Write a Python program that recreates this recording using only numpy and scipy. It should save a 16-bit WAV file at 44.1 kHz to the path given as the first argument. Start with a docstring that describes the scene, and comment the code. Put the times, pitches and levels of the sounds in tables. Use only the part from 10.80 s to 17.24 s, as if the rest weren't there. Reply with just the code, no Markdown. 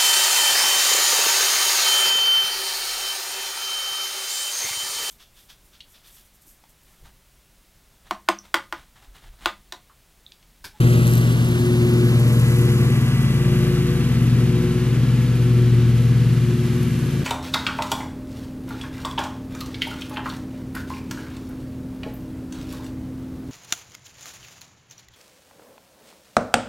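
"""A ride-on mower drones and throbs as it drives away over a lawn, from the left towards the middle.
The drone is its two-cylinder exhaust. The belt-driven blades hum at a little over twice the speed
of the engine's crank and throb against the drone. Air churns in the deck (the cover over the blades),
the fan roars and whines, valves clatter, grass hisses at each blade pass, and a dry twig is chopped.
Trees behind the lawn send faint echoes back to a pair of microphones."""
import sys
import numpy as np
from scipy import signal
from scipy.fft import rfft, irfft
from scipy.io import wavfile
from scipy.ndimage import map_coordinates

SR = 44100
rng = np.random.default_rng(int(sys.argv[2]) if len(sys.argv) > 2 else 0)


def to_wav(sig):
    """Store sig (one row per channel, or 1-D mono) as 16-bit WAV at the path in sys.argv[1].

    Samples outside -1..1 are clipped; the rate is SR.
    """
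    pcm = np.clip(np.atleast_2d(sig), -1, 1) * 32767
    pcm = np.round(pcm).astype(np.int16)
    wavfile.write(sys.argv[1], SR, pcm.T)  # frames by channels


N = 284004
TIME = np.arange(N) / SR
START_M, VELOCITY_M_PER_S = (-4.4, 7.0), (0.66, 2.3)  # the mower's straight path: (to the right, ahead)
MIC_SPACING_M, SOUND_M_PER_S, REFERENCE_M = 0.177, 343, 14
BLADE_PASSES_PER_TURN = 2.166
SECOND_FIRING = 270 / 720  # how far through the two-turn engine cycle the second cylinder fires

# Levels in the tables are starting points: the functions add their own gains.
# crank speed, which rises briefly as the load eases: (time [s], speed [turns/s])
CRANK_SPEED = [(0.0, 55.12), (0.7, 55.18), (1.05, 55.38), (1.4, 55.0), (2.4, 54.96), (3.45, 55.68),
               (3.93, 55.46), (4.4, 56.4), (5.08, 55.12), (6.44, 55.4)]
# exhaust and casing tones; the four-stroke cycle gives the halves: (pitch [x crank speed], level [dB])
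ENGINE_TONES = [(.5, -57), (1, -35), (1.5, -34.5), (2, -38), (2.5, -24), (3, -28), (3.5, -35), (4, -30.5),
                (4.5, -39.5), (5, -41.5), (5.5, -42.5), (7, -49), (13, -62), (27, -55.5), (33, -60),
                (42, -59), (48, -63), (57, -63), (60, -66)]
# rise and fall of the exhaust drone: (time [s], level [dB])
EXHAUST_LEVEL = [(0.0, 1.5), (0.3, -1.5), (0.7, -5.5), (2.0, 3), (2.75, 3), (3.35, -1), (3.7, 0),
                 (3.95, -5), (4.25, 2), (4.75, -7), (5.3, 0.5), (6.44, -1)]
# the crank's once-a-turn thrum: (time [s], level [dB])
THRUM_LEVEL = [(0.0, 1), (0.9, -4.5), (2.8, 3), (5.2, -0.5), (6.44, -6)]
# tone at 3 x crank speed, as the silencer turns and the ground reflects it: (time [s], level [dB])
THIRD_TONE_LEVEL = [(0.0, 3.5), (0.35, 4), (0.9, -0.5), (1.66, 0), (2.3, -5), (2.88, 3.5), (3.2, 0.5),
                    (3.9, 2.5), (4.1, -4.5), (5.55, 2), (5.88, -6), (6.1, -1.5), (6.44, -3)]
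# hum of the passing blades: (time [s], level [dB])
HUM_LEVEL = [(0.0, -14.5), (0.45, -16), (0.7, -20), (1.05, -19.5), (1.45, -14.5), (2.0, -18), (3.15, -24),
             (3.55, -15.5), (3.9, -25), (4.1, -19), (4.9, -14.5), (5.55, -17.5), (5.8, -21), (6.15, -23.5),
             (6.44, -30)]
# the hum's overtones between their swells: (pitch [x blade-pass rate], level [dB])
HUM_OVERTONES = [(2, -38.5), (3, -44), (4, -51), (5, -59)]
# swells as three blades drift in and out of step: (pitch [x blade-pass rate], start [s], end [s], top [dB])
OVERTONE_SWELLS = [(2, -0.3, 0.22, -26.5), (2, 0.4, 1.7, -26.5), (2, 1.9, 2.6, -30), (2, 3, 4.2, -27.5),
                   (2, 4, 5.68, -31), (2, 5.5, 6.4, -28), (3, -0.5, 0.53, -28.5), (3, 0.62, 1.48, -23.5),
                   (3, 1.64, 2.154, -28), (3, 2.5, 3.3, -27.5), (3, 3.5, 4.2, -28), (3, 4.5, 5.16, -30),
                   (3, 5.5, 6.14, -30.5), (3, 6, 6.63, -36.5), (4, -0.7, 0.58, -36.5), (4, 1.04, 1.5, -41),
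                   (4, 1.3, 2.2, -37), (4, 2.5, 3.52, -40), (4, 3.5, 4.14, -42), (4, 4.1, 4.95, -41),
                   (4, 4.9, 5.65, -43.5), (5, -0.1, 0.58, -43.5), (5, 1.1, 1.35, -48), (5, 1.3, 1.63, -44),
                   (5, 2.5, 3, -48.5)]
# air churning in the deck: (frequency [Hz], level [dB per Hz])
CHURN_SPECTRUM = [(20, -92), (40, -67), (70, -66.5), (110, -53), (200, -57), (280, -58.5), (340, -55.5),
                  (430, -61), (520, -67.5), (650, -81), (1000, -105), (2000, -120)]
# rush of the deck, which the grass soaks up with distance: (frequency [Hz], level [dB per Hz])
RUSH_SPECTRUM = [(120, -95), (180, -61.5), (230, -69), (450, -73), (560, -70), (680, -74.5), (800, -79),
                 (1200, -78.5), (1550, -78), (2600, -100), (4200, -86), (5000, -88), (6000, -110)]
# how much churn and rush comes straight to the listener: (frequency [Hz], share [0-1])
DECK_DIRECT_SHARE = [(250, .98), (400, .93), (650, .7)]
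# air from the side of the deck: (frequency [Hz], level [dB per Hz])
BLAST_SPECTRUM = [(700, -90), (1300, -65), (1900, -79), (2600, -72.5), (3400, -81), (5500, -100)]
# how much of that air's sound comes straight: (frequency [Hz], share [0-1])
BLAST_DIRECT_SHARE = [(1000, .8), (1700, .98), (3000, .95)]
# roar of the fan: (frequency [Hz], level [dB per Hz])
ROAR_SPECTRUM = [(200, -115), (550, -88), (700, -76), (880, -76), (1100, -73), (1500, -74), (2100, -74),
                 (3200, -76), (4200, -78), (5200, -81.5), (8000, -89.5), (13000, -97)]
# how much of the roar comes straight: (frequency [Hz], share [0-1])
ROAR_DIRECT_SHARE = [(600, .55), (1200, .64), (1900, .86), (4200, .88), (5400, .45)]
# fan and flywheel tones, each loudest as one side of the mower faces the listener:
# (pitch before rounding [x crank speed], level [dB], swell time [s], width [s], rise [dB])
WHINE_TONES = [(19.5, -59.5, 1.55, 0.7, 14), (21, -60, 2.3, 0.68, 15.5), (21, -63, 0.43, 0.14, 19),
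               (24, -65, 1.15, 0.25, 12), (24, -60, 3.9, 1.8, 11), (27, -62, 1.15, 0.5, 12),
               (30, -58, 4.3, 5, 9.5), (36.06, -62, 0.15, 0.38, 20.5), (36.03, -60, 2.4, 0.85, 14.7),
               (36.1, -70, 5.2, 0.5, 14)]
# valve noise that repeats every engine cycle: (frequency [Hz], level [dB per Hz])
VALVE_SPECTRUM = [(400, -100), (750, -79.5), (1150, -78), (1800, -82), (2900, -73.5), (4000, -100),
                  (7000, -105)]
# hiss of grass being cut: (frequency [Hz], level [dB per Hz])
HISS_SPECTRUM = [(1500, -105), (3500, -111), (5300, -89), (6350, -81.5), (7300, -83), (9800, -84),
                 (11200, -80), (12300, -80.8), (13200, -84.5)]
# how much of the hiss comes straight: (frequency [Hz], share [0-1])
HISS_DIRECT_SHARE = [(4000, 0.12), (9000, 0.07)]
# patches of thick grass that hiss louder: (time [s], width [s], rise [dB])
THICK_PATCHES = [(0.33, 0.073, 1.5), (0.72, 0.073, 0), (1.78, 0.27, 4), (2.7, 0.35, 1.5), (6.15, 0.27, 3.5)]
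# bits of twig hit by the blades: (time [s], level [dB])
TWIG_HITS = [(.254, -22), (.262, -20), (0.27, -11.5), (0.2782, -13.5), (.2955, -19), (.3042, -19),
             (.3130, -18), (.322, -21), (.3295, -18), (0.337, -12), (.346, -21), (0.3545, -14), (.371, -22),
             (.380, -20), (.413, -20), (.615, -24), (0.647, -22), (.688, -22), (.854, -25), (1.294, -25),
             (4.647, -28), (6.031, -24)]
# bright crack of dry wood: (frequency [Hz], level [dB])
TWIG_SPECTRUM = [(1000, -36), (4000, 2), (8000, -1), (10000, 6), (12200, 8.5), (13200, 3.5)]


def engine(crank, roar_db):
    """Two unevenly spaced firings push low tones out of the exhaust; high ones ring from the casing."""
    exhaust_db, thrum_db, third_db = curve(EXHAUST_LEVEL), curve(THRUM_LEVEL), curve(THIRD_TONE_LEVEL)
    out = np.zeros(N)
    for multiple, db in ENGINE_TONES:
        turns = multiple * crank
        both_firings = 1 + np.exp(-2j * np.pi * 2 * multiple * SECOND_FIRING)
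        phase = np.angle(both_firings) / (2 * np.pi)
        if multiple <= 1:
            out += tone(turns, db + thrum_db, flutter=0.05, per_s=4.7, phase=phase)
        elif multiple <= 2:
            out += tone(turns, db - 0.5, flutter=0.13, per_s=2.8, phase=phase)
        elif multiple < 3:
            out += tone(turns, db + exhaust_db, flutter=0.07, per_s=5, phase=phase)
        elif multiple == 3:
            out += tone(turns, db + third_db, flutter=0.1, per_s=6, phase=phase)
        elif multiple < 8:
            level_db = db + 0.37 * exhaust_db + 0.47 * roar_db - 0.4
            out += tone(turns, level_db, flutter=0.21, per_s=10, phase=phase)
        else:
            out += tone(turns, db + roar_db, flutter=0.7, per_s=22)
    return out


def blade_hum(passes, near_db):
    """Blade tips push pulses of air; slightly unequal blade speeds make the overtones swell and fade."""
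    out = tone(passes, curve(HUM_LEVEL) - 0.2, flutter=0.047, per_s=9.2)
    for harmonic, rest_db in HUM_OVERTONES:
        power = np.full(N, gain_of(rest_db) ** 2)
        for which, start, end, top_db in OVERTONE_SWELLS:
            if which == harmonic:
                progress = np.clip((TIME - start) / (end - start), 0, 1)
                arch = abs(np.sin(np.pi * progress)) ** 0.7  # broad tops, brief dips
                power += (gain_of(top_db) * arch) ** 2
        out += np.sqrt(power) * tone(harmonic * passes, db=0.5, flutter=0.035 * harmonic, per_s=20)
    # the two tips of a blade are not quite alike, which adds an in-between tone
    return out + tone(1.5 * passes, near_db - 45, flutter=0.15, per_s=5)


def deck_churn(passes, air_db):
    """Air churns under the deck and pulses gently with each blade pass."""
    return scattered_noise(CHURN_SPECTRUM, DECK_DIRECT_SHARE) * gain_of(air_db) * pulsing(passes, 0.12)


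def deck_rush(near_db):
    """Rushing air that fades fast with distance as the grass soaks it up."""
    return scattered_noise(RUSH_SPECTRUM, DECK_DIRECT_SHARE) * gain_of(2.06 * near_db - 1.5)


def side_blast():
    """Air blows from the side of the deck, heard only at the start, while the mower is close."""
    return scattered_noise(BLAST_SPECTRUM, BLAST_DIRECT_SHARE) * swell(0.065, width_s=0.2)


def fan_roar(crank, roar_db):
    """The fan's air noise flickers in gusts, and the crank and valves rasp through it."""
    rasp = pulsing(crank, depth=0.07) * pulsing(3 * crank, depth=0.06)
    air = scattered_noise(ROAR_SPECTRUM, ROAR_DIRECT_SHARE)
    gusts_db = 0.45 * wander(40)
    return air * gain_of(roar_db + 0.1 + gusts_db) * rasp


def fan_whine(crank, near_db):
    """Vanes on the flywheel make thin tones, each in a narrow band of swirling-air noise."""
    out = np.zeros(N)
    for multiple, base_db, time_s, width_s, rise_db in WHINE_TONES:
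        turns = round(multiple * 2) / 2 * crank
        db = base_db + 0.5 * near_db + rise_db * swell(time_s, width_s)
        out += tone(turns, db - 5, flutter=0.3, per_s=24)
        out += tone(turns, db - 7, flutter=5, per_s=95)  # so much flutter that it becomes noise
    return out


def valve_clatter(crank, points=1024, count=4):
    """The valves repeat one rattle every two turns; its pattern shifts slowly as the mower moves."""
    place = (crank / 2 % 1) * points
    rattles = [map_coordinates(rng.standard_normal(points), [place], order=3, mode="wrap")
               for _ in range(count)]
    blend = np.array([wander(2.507) for _ in range(count)])
    rattle = (blend * rattles).sum(0) / np.linalg.norm(blend, axis=0)
    return filtered(unit_level(rattle) * np.sqrt(SR / 2), VALVE_SPECTRUM)


def grass_hiss(passes, near_db):
    """Each blade pass cuts a tuft of grass: a short spray of uneven strength."""
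    thick_db = sum(db * swell(time_s, width_s) for time_s, width_s, db in THICK_PATCHES)
    hiss_db = -1.9 + 2.05 * near_db + thick_db
    tuft = np.exp(-(passes % 1) / 1.4) * gain_of(4.7 * np.array([wander(130), wander(120)]))
    hiss = scattered_noise(HISS_SPECTRUM, HISS_DIRECT_SHARE)
    return hiss * unit_level(1 + 0.65 * tuft) * gain_of(hiss_db + 0.36 * wander(23))


def twig_snaps(decay_s=0.0008, bounce_db=-8):
    """The blades snap dry wood, with a faint spray of splinters around the first burst."""
    snaps = np.zeros(N)
    for time_s, db in TWIG_HITS:
        age = np.maximum(TIME - time_s, 0)
        snaps += gain_of(db - 4.5) * (age > 0) * np.exp(-age / decay_s)
    splinters = gain_of(-49 + 4.8 * wander(252)) * swell(0.37, width_s=0.13)
    crack, *spray = unit_level(filtered(rng.standard_normal((3, N)), TWIG_SPECTRUM))
    return at_microphones(snaps * crack) + (splinters + gain_of(bounce_db) * snaps) * np.array(spray)


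def with_echoes(sound, echo_db, count=12):
    """The direct sound plus echoes from the trees, different at each microphone."""
    out = at_microphones(sound)
    for channel in out:
        delays = rng.integers(SR // 50, SR // 4, count)
        for delay, sign in zip(delays, rng.choice([-1, 1], count)):
            echo = np.pad(sound, (delay, 0), mode="reflect")[:N]
            channel += sign * gain_of(echo_db) / np.sqrt(count) * echo
    return out


def scattered_noise(spectrum, direct_share):
    """Part of a noise comes straight from the mower; the trees scatter the rest, more so with distance."""
    straight, *bounced = filtered(rng.standard_normal((3, N)) * np.sqrt(SR / 2), spectrum)
    hz, share = np.transpose(direct_share)
    direct = filtered(straight, np.c_[hz, 10 * np.log10(share)])
    scattered = filtered(np.array(bounced), np.c_[hz, 10 * np.log10(1 - share)])
    return at_microphones(direct) + scattered * gain_of(-0.9 * nearness_db())


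def at_microphones(sound):
    """Direct sound reaches the right microphone a little after the left."""
    _, leftness = position()
    delay = leftness * MIC_SPACING_M / SOUND_M_PER_S * SR
    return np.array([sound, map_coordinates(sound, [np.arange(N) - delay], order=3, mode="nearest")])


def position():
    """The mower's distance in metres, and its direction (0 is straight ahead, 1 is fully left)."""
    right, ahead = (start + speed * TIME for start, speed in zip(START_M, VELOCITY_M_PER_S))
    distance = np.hypot(right, ahead)
    return distance, -right / distance


def nearness_db():
    """Level gained by being closer than the reference distance."""
    return 20 * np.log10(REFERENCE_M / position()[0])


def tone(turns, db, flutter, per_s, phase=None):
    """One tone that flutters on its way through the air; phase is in turns, random if not given."""
    phase = rng.random() if phase is None else phase
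    air_path = 1 + flutter * (wander(per_s) + 1j * wander(per_s))
    wave = (air_path * np.exp(2j * np.pi * (turns + phase))).real
    return gain_of(db) * np.sqrt(2 / (1 + 2 * flutter ** 2)) * wave


def wander(per_s):
    """A smooth random wobble of size about 1 that takes a new value per_s times a second."""
    targets = rng.standard_normal(2048)
    times = np.linspace(0, TIME[-1], 2048)
    smooth = map_coordinates(targets, [times * per_s], order=3, mode="wrap")
    return np.interp(TIME, times, unit_level(smooth))


def pulsing(turns, depth):
    """A gain that rises and falls once a turn."""
    return unit_level(np.exp(depth * np.cos(2 * np.pi * turns)))


def swell(time_s, width_s):
    """A bell-shaped rise and fall that reaches 1 at time_s."""
    return np.exp(-0.5 * ((TIME - time_s) / width_s) ** 2)


def filtered(sound, spectrum):
    """Shapes a sound's lows and highs by points of (frequency [Hz], level [dB])."""
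    hz, db = np.transpose(spectrum)
    bins = np.fft.rfftfreq(N, 1 / SR)
    return irfft(rfft(sound) * gain_of(np.interp(np.log(bins + 1), np.log(hz), db)), N)


def curve(table):
    """Joins (time [s], value) points with straight lines, one value a sample."""
    return np.interp(TIME, *np.transpose(table))


def unit_level(sound):
    """Scales a sound to an average power of 1."""
    return sound / np.sqrt(np.mean(sound ** 2) + 1e-20)


def gain_of(db):
    """Turns decibels into a number to multiply by."""
    return 10 ** (np.asarray(db) / 20)


def scene():
    """One crank sets the pace of engine, fan and blades; their noises fade as the mower drives away."""
    near_db = nearness_db()
    air_db = 0.16 + 0.55 * near_db + 0.84 * wander(5)
    facing_db = 2 * swell(2.38, width_s=0.92)  # the fan is louder as the mower's back faces the listener
    roar_db = 0.07 + 0.63 * near_db + facing_db
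    speed = curve(CRANK_SPEED) * (1 + 0.001174 * wander(22.07))
    crank = np.cumsum(speed) / SR  # turns made so far
    passes = BLADE_PASSES_PER_TURN * crank
    drone = with_echoes(engine(crank, roar_db) + blade_hum(passes, near_db), echo_db=-25)
    metal = with_echoes(fan_whine(crank, near_db) + valve_clatter(crank) * gain_of(roar_db - 4), -12)
    body = (drone + deck_churn(passes, air_db)) * gain_of([[0.8], [-0.8]])  # a little louder on the left
    air = deck_rush(near_db) + fan_roar(crank, roar_db) + side_blast()
    return body + metal + air + grass_hiss(passes, near_db) + twig_snaps()


def record(dry, fade_s=0.004, cutoff_hz=13250):
    """Softens the start and end, and cuts off the highest treble."""
    fade = np.minimum(np.minimum(TIME, TIME[-1] - TIME) / fade_s, 1)
    lowpass = signal.firwin(1023, cutoff_hz, window=("kaiser", 9), fs=SR)
    return signal.oaconvolve(dry * fade, lowpass[None], "same")


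dry = scene()
out = record(dry)
to_wav(out)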